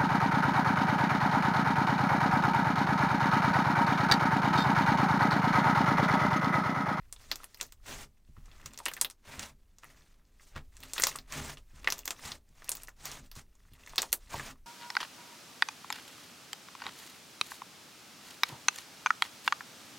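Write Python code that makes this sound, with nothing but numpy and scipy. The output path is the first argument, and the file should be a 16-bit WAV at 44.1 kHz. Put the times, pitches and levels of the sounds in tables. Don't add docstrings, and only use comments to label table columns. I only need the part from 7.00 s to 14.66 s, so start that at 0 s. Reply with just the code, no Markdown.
import sys
import numpy as np
from scipy import signal
from scipy.fft import rfft, irfft, next_fast_len
from scipy.io import wavfile
from scipy.ndimage import uniform_filter1d, map_coordinates

SR = 44100
rng = np.random.default_rng(int(sys.argv[2]) if len(sys.argv) > 2 else 0)


def elevation(decibels):
    levels = np.asarray(decibels, float)
    return 10 ** (levels / 20)


def bounce(signal):
    frames = np.transpose(np.atleast_2d(signal))
    limited = np.clip(frames, -1, 1)
    pcm = np.round(limited * 32767).astype(np.int16)
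    wavfile.write(sys.argv[1], SR, pcm)


N = 337806

# (time [s], level [dB])
RUMBLE_LEVEL = [(0.0, -53.5), (0.72, -61), (0.96, -50.5), (1.21, -65), (1.38, -52), (2.15, -64),
                (2.43, -56.5), (2.69, -62.5), (3.48, -60.5), (3.6, -54.5), (4.16, -57), (4.82, -53.5),
                (5.14, -59), (5.89, -57.5), (6.1, -57), (6.63, -59), (7.4, -54), (7.66, -57.5)]
# (frequency [Hz], level [dB])
RUMBLE_SPECTRUM = [(10, -9.5), (22, 2), (32, -4.5), (50, -8.5), (80, -15.5), (110, -18.5), (160, -51.5)]
# (frequency [Hz], level [dB])
HISS_SPECTRUM = [(100, -31), (170, 18), (1510, -10.5), (1900, -12), (8710, -14.5), (14300, -11.5),
                 (16000, -23)]
# (frequency [Hz], width [Hz], level [dB])
TABLE_MODES = [(75.2, 9.5, -0.5), (144.5, 13, 0.5), (217.8, 9.7, -6), (261.8, 13, -4.5), (341, 32, -14),
               (410, 12, -8.5), (595.5, 61, -16)]
# (time [s], level of the push before the table answers [dB])
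KNOCKS = [(0.307, -42), (0.604, -67), (0.867, -66), (1.289, -40.5), (1.377, -36), (1.48, -45),
          (1.655, -40.5), (2.275, -48), (2.382, -33), (3.56, -28), (3.794, -46.5), (4.014, -38),
          (4.352, -37), (4.411, -29.5), (4.735, -41.5), (4.86, -41), (5.065, -67), (5.251, -35),
          (5.502, -46.5), (6.366, -34), (6.654, -49), (6.718, -41.5), (6.971, -63), (7.116, -69),
          (7.346, -33.5)]
# (start [s], swell length [s], sag length [s], peel level [dB], fizz level [dB])
SQUEEZES = [(0.0, 0.023, 0.053, -72.5, -95), (0.14, 0.16, 0.2, -63.5, -61),
            (0.52, 0.13, 0.024, -64.5, -56.5), (1.36, 0.01, 0.021, -66, -77), (1.44, .24, 0.12, -60, -64),
            (1.79, 0.18, 0.057, -61, -56), (2.82, 0.014, 0.24, -63, -63), (3.07, 0.031, 0.63, -80.5, -85),
            (3.39, 0.031, 0.098, -69, -62.5), (3.74, 0.096, 0.15, -59.5, -58.5),
            (3.96, 0.12, 0.038, -49.5, -38.5), (4.12, 0.016, 0.051, -51, -59.5),
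            (4.705, 0.075, 0.2, -62, -64.5), (4.87, 0.036, 0.12, -56, -56.5),
            (5.05, 0.14, 0.067, -62, -60.5), (5.5, 0.17, 0.17, -64.5, -64.5),
            (5.7, 0.02, 0.097, -57.5, -55), (6.5, 0.17, .08, -77, -74), (6.72, 0.19, .06, -61, -62),
            (6.96, 0.092, 0.05, -60, -51.5), (7.2, 0.062, 0.04, -68, -64)]
# (start [s], swell length [s], sag length [s], peel level [dB], fizz level [dB])
PULLS = [(0.855, 0.028, 0.16, -46.5, -46.5), (2.26, 0.019, 0.18, -49.5, -54),
         (2.385, 0.012, .11, -51, -52.5), (3.55, 0.023, 0.015, -46, -63), (4.315, 0.024, 0.095, -40.5, -43),
         (4.4, 0.053, 0.084, -46, -46), (4.57, 0.011, 0.0093, -62, -56.5), (5.21, 0.045, 0.1, -46.5, -45.5),
         (6.005, 0.052, 0.15, -48, -47), (6.21, 0.026, 0.04, -65.5, -62), (6.345, 0.027, 0.042, -56.5, -54),
         (7.31, 0.029, 0.17, -42.5, -44)]
# (attack [s], release [s], start under strongest moment [dB], end under it [dB])
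SQUEEZE_SHAPE = (0.041, 0.11, 12, 11)
PULL_SHAPE = (0.041, 0.032, 13.4, 9.3)
# (frequency [Hz], level [dB])
PEEL_SPECTRUM = [(150, -39), (300, -11.5), (600, -0.5), (1000, 1.5), (2200, 1), (3500, -6), (6000, -14.5),
                 (10000, -25)]
# (frequency [Hz], level [dB])
FIZZ_SPECTRUM = [(1500, -12), (3500, -2), (6500, 0.5), (9000, -3.5), (12000, -12.5), (15500, -7.5),
                 (16200, -31)]
# (frequency [Hz], time to fall 60 dB [s])
ROOM_DECAY = [(300, 0.18), (2000, 0.067), (6000, 0.084), (15000, 0.081)]
# (time [s], nominal level [dB], pocket pitch [Hz], body level [dB], film snap level [dB])
POPS = [(0.126, -24.5, 8200, -4, -27), (0.163, -42.5, 3450, -15, -22), (0.259, -53, 5000, -9, -25),
        (0.2984, -71, 1030, -8, 9), (0.315, -14.5, 4400, 11, -2.5), (0.357, -29.5, 7200, 10, 5.5),
        (0.4025, -45, 1180, -10, -18), (0.4334, -46, 1080, 17, 9), (0.442, -46.5, 1230, 24, 24),
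        (0.5451, -36, 5080, 5, 4), (0.573, -50, 2630, -6, 16), (0.601, -36, 2370, -8, -20),
        (0.6113, -18, 6960, 12.5, -7), (0.6288, -30, 6500, -24, 8), (0.6655, -51, 7000, -19, 16),
        (0.723, -37.5, 7800, 10.5, 6), (0.927, -37, 3550, 0, -20), (1.458, -45.5, 6550, -4, -15),
        (1.482, -56, 1090, 8, -15), (1.5152, -44.5, 3330, -10, -26), (1.6597, -26.5, 7000, 9.5, 0),
        (1.7349, -39, 7300, -2, 3), (1.7759, -30, 6000, -14, -0.5), (1.7887, -30, 8500, 11, -10),
        (1.8019, -38, 870, 13, -29), (1.856, -16, 8500, 2.5, -25.5), (1.861, -18.5, 2324, 16, -25),
        (1.8833, -21, 2900, -15, 4), (1.9152, -35.5, 1630, 8, 5.5), (1.9366, -26, 7700, 5, 6.5),
        (1.9664, -34, 1830, 11.5, 6.5), (1.9754, -36, 1630, 14, -16), (2.0131, -6, 8800, -0.5, -22.5),
        (2.0472, -18, 3460, 3, 5.5), (2.1, -31, 8600, 6.5, -9.5), (2.1095, -36.5, 5900, -5.5, -1.5),
        (2.328, -42, 2500, -3, -6), (2.3942, -24, 7300, 13, -2.5), (2.4293, -30.5, 4860, 9, -10.5),
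        (2.7847, -41, 6700, -9, -7.5), (2.834, -42.5, 1370, 14.5, -30), (2.8432, -44, 2260, -11, 10),
        (3.397, -50.5, 2000, 9, -22), (3.558, -43, 1250, 17, -34), (3.5622, -36, 1150, 18, -12),
        (3.7681, -38, 7600, 9, -15.5), (3.8036, -42, 7040, -12, 11), (3.8288, -38, 4020, 0, -19),
        (3.8343, -34.5, 3280, 12, 7.5), (3.9346, -18, 7560, -28, -13.5), (3.9632, -33.5, 1620, -7, -21),
        (3.98, -19, 3900, 16, -1), (3.9979, -23.5, 1840, -15, 14), (4.0065, -27.5, 7000, -8.5, 3.5),
        (4.0212, -14, 7400, 1, 1), (4.0352, -19, 2000, -5, 3), (4.0373, -5.5, 6600, -3, -10),
        (4.0684, -26.5, 1040, -3, -12), (4.0695, -14, 5370, -3, 7), (4.1554, -35.5, 1150, -10, -16),
        (4.159, -24.5, 8600, 5.5, -11.5), (4.1871, -31, 4330, -30, 1.5), (4.323, -27, 6900, 10.5, -6),
        (4.5715, -38, 2840, 17.5, -33), (4.845, -35.5, 2300, 23, -2), (4.874, -12, 2100, 5, -47),
        (4.884, -27, 1690, -17.5, 0.5), (4.9024, -19, 5800, -20, 2.5), (4.9229, -16.5, 6450, 11.5, 1),
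        (4.9813, -34.5, 7300, -3, 8.5), (4.9907, -30, 7000, -16, 9.5), (5.0514, -49, 4950, 11, -14),
        (5.0554, -25, 7360, 1, 10), (5.0776, -22, 7250, 15.5, 6), (5.1066, -18.5, 7300, 13.5, -4),
        (5.3186, -25.5, 4240, -17.5, -8), (5.621, -41.5, 1340, 12, -22), (5.6436, -38.5, 6480, -16, 8),
        (5.6867, -34.5, 2430, -15, -23), (5.6922, -13.5, 10200, -4, -10.5), (5.7176, -15, 7900, -12, -17.5),
        (5.752, -32, 7340, 9.5, 17.5), (5.7697, -30.5, 7100, 0, -21), (5.8211, -40, 7470, 3, -13),
        (5.834, -33.5, 9400, 7, 4), (5.873, -38, 6400, -18, -16.5), (5.884, -36, 1730, -4, 4.5),
        (5.8911, -40.5, 6540, -9, -3.5), (6.055, -24, 6430, -13.5, 5), (6.0615, -36, 6500, -19, -4),
        (6.116, -28, 6000, -11.5, -7), (6.3147, -35, 5000, 7, 8), (6.3538, -39, 7000, -13, -1),
        (6.3634, -41, 5900, 3, 4), (6.553, -52.5, 6900, -15, -5.5), (6.652, -58, 1480, 5, -12),
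        (6.7346, -46.5, 3520, -4, 9.5), (6.8632, -39.5, 6830, 13, -18), (6.8738, -38.5, 2130, 2, -0.5),
        (6.8947, -39, 5970, 0, 1), (6.9345, -42.5, 880, 9, -15), (6.9584, -32, 7860, 13.5, 4.5),
        (6.9666, -34, 7170, -11, -33), (6.981, -7.5, 4220, 10.5, -3.5), (7.019, -15.5, 7360, -18, -2),
        (7.0294, -31, 870, 23, -19.5), (7.12, -36.5, 6420, -37, 10), (7.1283, -10, 9500, 8, 9),
        (7.341, -27.5, 870, -3, -4.5), (7.356, -39, 3000, -3, -11), (7.3969, -27.5, 1700, -7, -35),
        (7.557, -59.5, 1190, 10, -7)]

ECHO_S = 0.0013


def unit(x):
    return x / np.sqrt(np.mean(x ** 2) + 1e-20)


def along(points, hz):
    f, v = np.transpose(points)
    return np.interp(np.log(hz + 1), np.log(f + 1), v)


def wobble(rate):
    knots = rng.standard_normal(int(N * rate / SR) + 4)
    return map_coordinates(knots, [np.arange(N) * rate / SR])


def filtered(x, response):
    m = next_fast_len(N + SR // 2)
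    return irfft(rfft(x, m) * response(np.fft.rfftfreq(m, 1 / SR)), m)[..., :N]


def coloured(x, spectrum):
    return unit(filtered(x, lambda hz: elevation(along(spectrum, hz))))


def blip(hz, cycles, rise, t):
    u = np.maximum(t, 0) * np.reshape(hz, (-1, 1))
    return 2 * np.sin(2 * np.pi * u) * np.exp(-u / cycles) * (1 - np.exp(-u / rise))


def place(start_s, rows):
    at = np.round(start_s * SR).astype(int)[:, None] + np.arange(rows.shape[1])
    return np.bincount(at.ravel(), rows.ravel(), N + SR)[:N]


def unit_energy(rows):
    return rows / np.linalg.norm(rows, axis=1, keepdims=True)


def room(rows, gap_s, count=SR // 4):
    hz, t, z = signal.stft(rng.standard_normal((len(rows), count)), SR, nperseg=128)
    fade = elevation(-60 * t / along(ROOM_DECAY, hz)[:, None])
    tail = signal.istft(z * fade, SR, nperseg=128)[1]
    tail *= 1 - np.exp(-np.arange(tail.shape[1]) / SR / gap_s)
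    return signal.fftconvolve(rows, unit_energy(tail), axes=1)


def strokes(rows, shape):
    attack_s, release_s, swell_db, sag_db = shape
    silent_db = 31.5
    rest_db = -87
    t, power = np.arange(N) / SR, elevation(2 * rest_db)
    for start, swell_s, sag_s, *levels_db in rows:
        corners_s = np.cumsum([start - attack_s, attack_s, swell_s, sag_s, release_s])
        corners_db = [-silent_db, -swell_db, 0, -sag_db, -silent_db]
        form_db = np.interp(t, corners_s, corners_db, left=-200, right=-200)
        power = power + elevation(2 * (form_db + np.reshape(levels_db, (-1, 1))))
    return power


def background():
    hiss_db = -78
    s, level_db = np.transpose(RUMBLE_LEVEL)
    rumble_db = np.interp(np.arange(N) / SR, s, level_db) + 0.5 * wobble(27)
    rumble = elevation(rumble_db) * coloured(rng.standard_normal(N), RUMBLE_SPECTRUM)
    return rumble + elevation(hiss_db) * coloured(rng.standard_normal(N), HISS_SPECTRUM)


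def modes(f):
    total = 0
    for k, (centre, width, db) in enumerate(TABLE_MODES):
        total = total + (-1) ** k * elevation(db) * 1j * f * width / (centre ** 2 - f ** 2 + 1j * f * width)
    return total


def radiated(f):
    return modes(f) * f ** 2 / (f ** 2 + 70 ** 2)


def table_hum():
    hum_db, hum_grows = -54.5, 0.86
    squeeze_db = -0.5
    linger_s = 0.13
    keep = elevation(-120 / (linger_s * SR))
    load = strokes(PULLS, PULL_SHAPE)[0] + elevation(2 * squeeze_db) * strokes(SQUEEZES, SQUEEZE_SHAPE)[0]
    push_db = hum_db + hum_grows * (10 * np.log10(load) + 50)
    level_db = 10 * np.log10(signal.lfilter([1 - keep], [1, -keep], elevation(2 * push_db)))
    shaking = rng.standard_normal(N)
    hum = filtered(elevation(level_db + 2.1 * wobble(30)) * shaking, radiated)
    return hum / np.std(filtered(shaking, radiated))


def crackle(spectrum, per_second, spread_db, grainy):
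    draw = rng.random((int(per_second * N / SR), 3))
    sign = np.sign(draw[:, 1] - 0.5)
    size = sign * elevation(-spread_db * np.log(draw[:, 2] + 0.01))
    clicks = unit(place(draw[:, 0] * N / SR, size[:, None]))
    return coloured(grainy * clicks + (1 - grainy) * rng.standard_normal(N), spectrum)


def patchy(x, depth_db):
    z = signal.stft(x, nperseg=256)[2]
    field = uniform_filter1d(rng.standard_normal(z.shape), size=7, axis=0)
    field = uniform_filter1d(field, size=4, axis=1)
    return unit(signal.istft(z * elevation(depth_db * unit(field)), nperseg=256)[1][:N])


def peeling():
    peel_db, fizz_db = 10 * np.log10(strokes(PULLS, PULL_SHAPE) + strokes(SQUEEZES, SQUEEZE_SHAPE))
    clump_db = 2.1 * wobble(35) + 1.6 * wobble(110)
    wet = crackle(PEEL_SPECTRUM, per_second=1100, spread_db=4.5, grainy=0.43)
    fine = patchy(crackle(FIZZ_SPECTRUM, per_second=3000, spread_db=2.4, grainy=0.4), depth_db=2.4)
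    close = elevation(peel_db + clump_db) * wet + elevation(fizz_db + clump_db) * fine
    return close + elevation(-13) * room(close[None], 0.027)[0, :N]


def ticks():
    per_second, ceiling_db = 70, -57
    peel = strokes(SQUEEZES, SQUEEZE_SHAPE)[0] + elevation(-24) * strokes(PULLS, PULL_SHAPE)[0]
    draw = rng.random((round(per_second * N / SR), 5))
    s = draw[:, 0] * (N - 1) / SR
    hz = 1250 * 6.5 ** draw[:, 1]
    drive_db = np.minimum(10 * np.log10(peel[(s * SR).astype(int)]), ceiling_db)
    db = drive_db + 14 - 4 * np.log(draw[:, 2] + 0.05)
    t = np.arange(SR // 200) / SR
    pocket = blip(hz, 0.5 + 0.8 * draw[:, 4:] ** 2, 0.5, t)
    snap = elevation(-16 * draw[:, 3:4]) * blip([12800], 0.7, 0.6, t)
    rows = elevation(db)[:, None] * (pocket + snap)
    rows = rows - np.roll(rows, round(ECHO_S * SR), axis=1)
    return place(s, rows) + elevation(-12) * place(s, room(rows, 0.002, count=SR // 8))


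def pops():
    thud_base_db, thud_grows = -45, 0.73
    s, db, hz, body_db, snap_db = np.transpose(POPS)
    thud_db = thud_base_db + thud_grows * (db + 25) - db
    chance, t = rng.standard_normal((len(s), 4)), np.arange(SR // 100) / SR
    thud_hz, body_hz, snap_hz = ([950, 2500, 12800] * np.exp(0.08 * chance[:, :3])).T
    thud = elevation(thud_db)[:, None] * blip(thud_hz, 0.53, 0.16, t)
    body = elevation(body_db)[:, None] * blip(body_hz, 0.13, 0.27, t)
    pocket = elevation(-0.5) * blip(hz, 0.99, 0.15, t)
    snap = elevation(snap_db)[:, None] * blip(snap_hz, 0.9, 0.6, t)
    low = pocket - body + thud
    second = elevation(-1.5 + 1.5 * chance[:, 3:]) * low + snap
    direct = low + elevation(-10) * snap - np.roll(second, round(ECHO_S * SR), axis=1)
    folds = rng.standard_normal(direct.shape) ** 3 * elevation(-60 * t / 0.015)
    scatter = signal.fftconvolve(low + snap, unit_energy(folds), axes=1)[:, :len(t)]
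    walls = room(pocket + elevation(-2) * snap, 0.00067) + elevation(1) * room(thud - body, 0.00042)
    near = place(s, elevation(db)[:, None] * (direct + elevation(-5) * scatter))
    far = place(s, elevation(db - 0.5)[:, None] * walls)
    return filtered(near + far, lambda f: (1j * f / (300 + 1j * f)) ** 2)


def pop_jolts():
    s, db = np.transpose(POPS)[:2]
    t = np.arange(SR // 50) / SR
    push = place(s, elevation(db - 37.5)[:, None] * blip(np.full(len(s), 450), 0.22, 0.076, t))
    return push + elevation(6.5) * filtered(push, modes)


def knocks():
    s, db = np.transpose(KNOCKS)
    t = np.arange(SR // 20) / SR
    push = place(s, elevation(db)[:, None] * blip(np.full(len(s), 110), 0.18, 0.051, t))
    return elevation(-5.5) * push + elevation(7) * filtered(push, modes)


def scene():
    mono = background() + table_hum() + peeling() + ticks() + pops() + pop_jolts() + knocks()
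    return np.tile(mono, (2, 1))


def band_limit(x):
    return signal.sosfilt(signal.butter(12, 16810, fs=SR, output="sos"), x)


def record(dry):
    top_hz = 16300
    mix = filtered(dry, lambda hz: 1 / (1 + (hz / top_hz) ** 40))
    return band_limit(mix)


dry = scene()
out = record(dry)
bounce(out)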